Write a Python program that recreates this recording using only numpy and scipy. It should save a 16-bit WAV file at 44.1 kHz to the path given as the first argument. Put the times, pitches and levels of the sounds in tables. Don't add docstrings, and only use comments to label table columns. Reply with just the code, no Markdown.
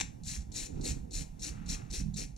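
import sys
import numpy as np
from scipy import signal
from scipy.fft import rfft, irfft, next_fast_len
from scipy.io import wavfile
from scipy.ndimage import uniform_filter1d

SR = 44100
rng = np.random.default_rng(int(sys.argv[2]) if len(sys.argv) > 2 else 0)


def bounce(signal):
    frames = np.transpose(np.atleast_2d(signal))
    limited = np.clip(frames, -1, 1)
    pcm = np.round(limited * 32767).astype(np.int16)
    wavfile.write(sys.argv[1], SR, pcm)


def linear_from_db(decibels):
    return 10 ** (np.asarray(decibels, float) / 20)


N = 104825

# (touch/s, lift/s, pressure/dB, landing/dB, brightness/dB)
STROKES = [(-.1, 0.014, -30.5, -19, -1.5), (0.233, 0.368, -38, -12.5, 0), (0.517, 0.664, -36, -17, 0.5),
           (0.808, 0.916, -35.5, -12.5, 1), (1.106, 1.225, -38, -13.5, 0.5), (1.392, 1.493, -37, -13, -1),
           (1.659, 1.748, -37, -14.5, -1), (1.9, 2.012, -36.5, -11, -2), (2.137, 2.241, -37, -13.5, -1.5),
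           (2.368, 2.452, -35, -12, -3)]
# (f/Hz, width/Hz, level/dB)
TIPS = [(4244, 1580, -5.5), (5735, 2360, -1.5), (6942, 1550, -2), (7825, 1420, -4.5)]


def evened(x):
    return x / np.sqrt(np.mean(x ** 2) + 1e-20)


def read(points, hz):
    f, value = np.transpose(points)
    return np.interp(np.log(hz + 1), np.log(f + 1), value)


def ring(x, peaks):
    hz = abs(np.fft.fftfreq(8192, 1 / SR))
    gain = sum(linear_from_db(db) / (1 + (2 * (hz - f) / width_hz) ** 2) for f, width_hz, db in peaks)
    log_gain = np.log(gain + 1e-5)
    taps = np.fft.ifft(np.exp(np.conj(signal.hilbert(log_gain)))).real[:4096]
    return signal.oaconvolve(x, taps[None] / np.linalg.norm(taps), axes=1)[:, :N]


def wander(size):
    return evened(uniform_filter1d(uniform_filter1d(rng.standard_normal(N), size), size))


def bursts(events, peaks, fade_s):
    u = np.arange(400) / SR / fade_s
    clicks = rng.standard_normal((len(events), 2, 400)) * u * np.exp(1 - u)
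    x = np.zeros((2, N))
    for (s, db), click in zip(events, clicks):
        start = round(s * SR)
        x[:, start:start + 400] += linear_from_db(db) * click
    return ring(x, peaks)


def contact():
    # (first bite after touch/s, full depth after touch/s, sag to the lift/dB)
    digs = [(.013, 0.044, -6.5), (0.009, 0.055, -3), (0.011, 0.064, -7.5), (0.02, 0.052, -2),
            (0.0081, 0.051, -4.5), (0.011, 0.052, -3.5), (0.016, 0.043, -1.5), (0.011, 0.049, -8.5),
            (0.019, 0.042, -7), (.013, .048, -7.5)]
    land_s, lift_s = 0.0072, 0.0099
    dig_from_db, dig_bend = -23.5, 2.08
    t = np.arange(N) / SR
    dig, land, done, bright = np.zeros((4, N))
    for (touch, lift, db, land_db, bright_db), (bite, deep, sag_db) in zip(STROKES, digs):
        u = np.maximum(t - touch, 0)
        sag = sag_db * np.clip((t - touch - deep) / (lift - touch - deep), 0, 1)
        shallow = 1 - np.clip((u - bite) / (deep - bite), 0, 1)
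        depth_db = dig_from_db * shallow ** dig_bend + sag
        dig += (t > touch) * linear_from_db(db + depth_db) * np.exp(-np.maximum(t - lift, 0) / lift_s)
        land += linear_from_db(db + land_db) * (u / land_s * np.exp(1 - u / land_s)) ** 2.1
        done = np.where(t > touch, np.clip(u / (lift - touch), 0, 1), done)
        bright = np.where(t > touch, bright_db, bright)
    return dig, land, done, bright


def slips():
    slips_per_s, spread_db, clump_db = 4000, 3.2, 2.6
    size = linear_from_db(spread_db * np.minimum(rng.exponential(1, (2, N)), 4))
    size = size * rng.choice([-1., 1.], (2, N))
    train = evened(size * (rng.random((2, N)) < slips_per_s / SR))
    return train * linear_from_db(clump_db * wander(size=64))


def brush():
    # (f/Hz, width/Hz, level/dB)
    drag_body = [(920, 1250, -11.5), (1800, 540, -6.5), (2530, 850, 2), (3210, 120, 6.5)]
    # (f/Hz, width/Hz, level/dB)
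    fizz_body = [(8860, 2470, 11), (12900, 5400, -12.5), (13200, 2000, -22)]
    low_tip_db = [1, -2, 0, 0.5, 0, -1, 0.5, 0, 1, 0]
    low_tip_fade_db, drag_grow_db, fizz_law = -7, 7, 0.9
    dig, land, done, bright = contact()
    press = np.hypot(dig, land)
    stroke = np.searchsorted(np.array(STROKES)[:, 0], np.arange(N) / SR) - 1
    low_db = np.take(low_tip_db, stroke) + low_tip_fade_db * (done - .5)

    tips = np.zeros((2, N))
    for tip, colour_db in zip(TIPS, (low_db, -bright, bright, bright)):
        once = ring(slips() * press * linear_from_db(colour_db), [tip])
        tips += linear_from_db(tip[2]) * ring(once, [tip]) / np.sqrt(SR / tip[1] / 4)

    full = dig.max()
    fizz_press = full * (np.hypot(dig, 0.08 * land) / full) ** fizz_law
    fizz = ring(rng.standard_normal((2, N)) * fizz_press, fizz_body)
    drag = ring(slips() * dig * linear_from_db(drag_grow_db * (done - 1)), drag_body)
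    return linear_from_db(-6) * tips + linear_from_db(-9) * fizz + linear_from_db(-10) * drag


def pings():
    # (t/s, level/dB, f/Hz)
    catches = [(0.2723, -25.5, 7500), (0.5465, -37, 5590), (0.5627, -26.5, 6920), (0.854, -24, 4240),
               (0.8654, -43, 6540), (0.903, -31, 7230), (1.1366, -32, 4260), (1.423, -28, 5500),
               (1.4318, -24, 6400), (1.6899, -27, 5640), (1.693, -31, 4040), (1.702, -20.5, 5650),
               (1.7114, -33, 5560), (1.73, -41, 5540), (1.931, -36, 3900), (2.1423, -31.5, 6910),
               (2.1614, -39, 3870), (2.175, -32, 6700), (2.182, -33, 5650)]
    level_db, fade_s = -6.5, .0011
    u = np.arange(800) / SR / fade_s
    out = np.zeros((2, N))
    for (s, db, hz), turn in zip(catches, rng.random((len(catches), 2, 1))):
        start = round(s * SR)
        swing = np.sin(2 * np.pi * (hz * u * fade_s + turn))
        out[:, start:start + 800] += linear_from_db(db + level_db) * u * np.exp(1 - u) * swing
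    return out


def snaps():
    # (t/s, level/dB)
    short_snaps = [(.2345, -48), (.2495, -48), (.313, -48), (.4195, -53), (.518, -47), (.5465, -44), (.81, -49),
                   (1.109, -48), (1.394, -50), (1.66, -50), (2.169, -43), (1.119, -48), (1.41, -49), (1.905, -49),
                   (1.912, -40), (2.007, -44), (2.363, -51)]
    return bursts(short_snaps, TIPS, fade_s=0.0012)


def casting_knocks():
    # (t/s, level/dB)
    blows = [
        (.001, -17),
        (.0103, -12),
        (.0143, -16),
    ]
    # (f/Hz, width/Hz, level/dB)
    struck_body = [(846, 260, -3), (1730, 350, -8), (2360, 660, -1.5), (3660, 850, -7), (5020, 310, -3),
                   (5930, 420, -1), (7420, 480, -2)]
    return bursts(blows, struck_body, fade_s=0.00013)


def handle_knocks():
    # (t/s, level/dB)
    blows = [
        (.002, -40),
        (.009, -43),
    ]
    # (f/Hz, width/Hz, level/dB)
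    hollow = [(827, 200, -4), (1180, 300, 1)]
    return bursts(blows, hollow, fade_s=.001)


def returns():
    # (t/s, length/s, tips level/dB, drag level/dB)
    passes = [(0.37, 0.063, -56.5, -68), (0.69, 0.32, -64.5, -64.5), (1.35, .06, -93, -85),
              (1.457, 0.37, -73, -58.5), (1.724, 0.23, -73, -63)]
    # (f/Hz, width/Hz, level/dB)
    rustle = [(795, 123, 10), (1310, 510, 4), (2220, 2100, -1)]
    t = np.arange(N) / SR
    arch = np.array([np.sin(np.pi * np.clip((t - s) / length, 0, 1)) ** 0.33
                     for s, length, _, _ in passes])
    tips, drag = linear_from_db(np.array(passes)[:, 2:]).T @ arch
    return ring(slips() * tips, TIPS) + ring(slips() * drag, rustle)


def thrum():
    # (t/s, level/dB)
    grip = [(0.0, -54.5), (0.07, -71), (0.47, -70.5), (0.58, -57.5), (0.67, -62), (0.87, -48.5),
            (1.0, -63.5), (1.2, -57.5), (1.33, -80.5), (1.458, -56.5), (1.63, -73.5), (1.709, -54),
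            (1.9, -73), (1.93, -54), (2.13, -74.5), (2.208, -52), (2.3, -75), (2.38, -70)]
    # (f/Hz, width/Hz, level/dB)
    casting = [(275.4, 97, -1), (396.5, 190, -5.5), (487.4, 51, -2.5), (757, 300, -11)]
    grip_db = np.interp(np.arange(N) / SR, *np.transpose(grip))
    load = linear_from_db(2 + grip_db + 2.5 * wander(size=200))
    return ring(load * rng.standard_normal((2, N)), casting)


def mount():
    # (t/s, length/s, level/dB, f/Hz)
    jolts = [(0.205, 0.082, -45.5, 28.2), (0.35, 0.091, -34, 60.5), (0.602, 0.056, -40, 29.3),
             (0.785, 0.082, -39, 36.3), (0.877, 0.05, -37.5, 66.4), (1.119, 0.11, -34.5, 32.1),
             (1.29, 0.043, -40.5, 28), (1.474, 0.075, -37, 58.1), (1.685, 0.11, -37, 35.2),
             (1.888, 0.053, -36.5, 45.4), (1.972, 0.031, -32, 42.3), (2.006, 0.054, -31, 47.2),
             (2.221, 0.063, -39, 36.5), (2.308, 0.074, -42.5, 50.7)]
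    # (t/s, level/dB)
    shaking = [(0.0, -46), (0.03, -45), (0.06, -54), (0.25, -48.5), (0.69, -52.5), (0.73, -44), (0.83, -43),
               (0.99, -43.5), (1.02, -51.5), (1.23, -46), (1.25, -55), (1.61, -45.5), (1.88, -50.5),
               (1.98, -49.5), (2.02, -40.5), (2.38, -52.5)]
    # (f/Hz, width/Hz, level/dB)
    mount_body = [(27.8, 29.5, 1.5), (58.7, 35, 4), (117.3, 57, -1), (164.8, 22, -1.5), (203.8, 37, -5),
                  (263.4, 36, -13.5)]
    t = np.arange(N) / SR
    shake = linear_from_db(-0.5 + np.interp(t, *np.transpose(shaking)) + 2.5 * wander(size=500))
    out = ring(shake * rng.standard_normal((2, N)), mount_body)
    for (s, length, db, hz), turn in zip(jolts, rng.random(len(jolts))):
        u = np.clip((t - s) / length, 0, 1)
        out[0] += linear_from_db(db) * np.sin(np.pi * u) ** 2 * np.sin(2 * np.pi * (hz * (t - s) + turn))
    return out


def shudders():
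    # (t/s, length/s, level/dB, from f/Hz, to f/Hz)
    hums = [
        (1.99, 0.244, -43.5, 212, 188),
        (1.99, 0.097, -48.5, 150, 150),
        (.71, 0.11, -47.5, 165, 153),
        (2.6, 0.12, -52, 150, 55),
    ]
    t = np.arange(N) / SR
    out = np.zeros((2, N))
    for s, length, db, from_hz, to_hz in hums:
        u = np.clip((t - s) / length, 0, 1)
        hz = (from_hz + (to_hz - from_hz) * u ** 2) * (1 + 0.0274 * wander(size=400))
        swell = np.sin(np.pi * u ** 0.58) * linear_from_db(db + 1.2 * wander(size=400))
        hum = swell * np.sin(2 * np.pi * np.cumsum(hz) / SR)
        out += np.outer([.45, 1], hum)
    return out


def garage(x):
    # (f/Hz, t60/s)
    decay = [(500, 0.11), (1300, 0.35), (3500, 0.26), (9000, 0.26)]
    taps = np.zeros((2, SR // 2))
    at = np.arange(200, SR // 2 - 20, 20)
    at_jittered = at + rng.integers(0, 20, (2, len(at)))
    np.put_along_axis(taps, at_jittered, rng.choice([-1., 1.], (2, len(at))), 1)
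    hz, t, z = signal.stft(taps, SR, nperseg=256)
    tail = signal.istft(z * linear_from_db(-60 * t / read(decay, hz)[:, None]), SR, nperseg=256)[1]
    return signal.fftconvolve(x, tail / np.linalg.norm(tail[0]), axes=1)[:, :N]


def air():
    # (f/Hz, level/dB)
    air_colour = [(100, -34), (500, -12.5), (800, -0.5), (1200, -16.5), (2500, -18.5), (4000, -24),
                  (6000, -18), (15000, -30)]
    z = rfft(rng.standard_normal((2, N))) * linear_from_db(read(air_colour, np.fft.rfftfreq(N, 1 / SR)))
    return linear_from_db(-64 + 1.5 * wander(size=4000)) * evened(irfft(z, N))


def scene():
    near = brush() + pings() + snaps() + casting_knocks() + handle_knocks() + returns()
    return near + linear_from_db(-9.5) * garage(near) + thrum() + mount() + shudders() + air()


def top_cut(x):
    return signal.sosfilt(signal.butter(12, 15450, fs=SR, output="sos"), x)


def record(dry):
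    # (f/Hz, phase/rad)
    lead = [(180, 0), (500, 3), (700, 3.5), (1400, 4), (1900, 5), (3200, 5.5), (4600, 7), (10000, 8)]
    # (f/Hz, share/0..1)
    likeness = [(60, 0.99), (190, 0.55), (420, 0.91), (1400, 0.66), (3200, 0.86), (6500, 0.68),
                (9000, 0.18), (11000, 0.11)]
    # (f/Hz, level/dB)
    right_db = [(40, 4), (280, 9.5), (700, 1.5), (1300, -4.5), (2600, -5.5), (3400, -1), (7000, -7.5),
                (11500, -10)]
    # (f/Hz, width/Hz, depth/0..1)
    notches = [(3190, 200, .8), (4950, 450, .55), (8150, 450, .45)]
    size = next_fast_len(N + 4096)
    hz = np.fft.rfftfreq(size, 1 / SR)
    left, other = rfft(dry, size)
    same = np.clip(read(likeness, hz), 0, 1)
    shared = same * left * np.exp(-1j * read(lead, hz))
    right = linear_from_db(read(right_db, hz)) * (shared + np.sqrt(1 - same ** 2) * other)
    spectrum_gain = np.prod([1 - depth / (1 + (2 * (hz - f) / width_hz) ** 2)
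                       for f, width_hz, depth in notches], axis=0)
    spectrum_gain = spectrum_gain * (hz > 12) * np.where(hz < 15050, 1, .18)
    pair = irfft(np.array([left, right]) * spectrum_gain, size)[:, :N]
    return top_cut(pair)


dry = scene()
out = record(dry)
bounce(out)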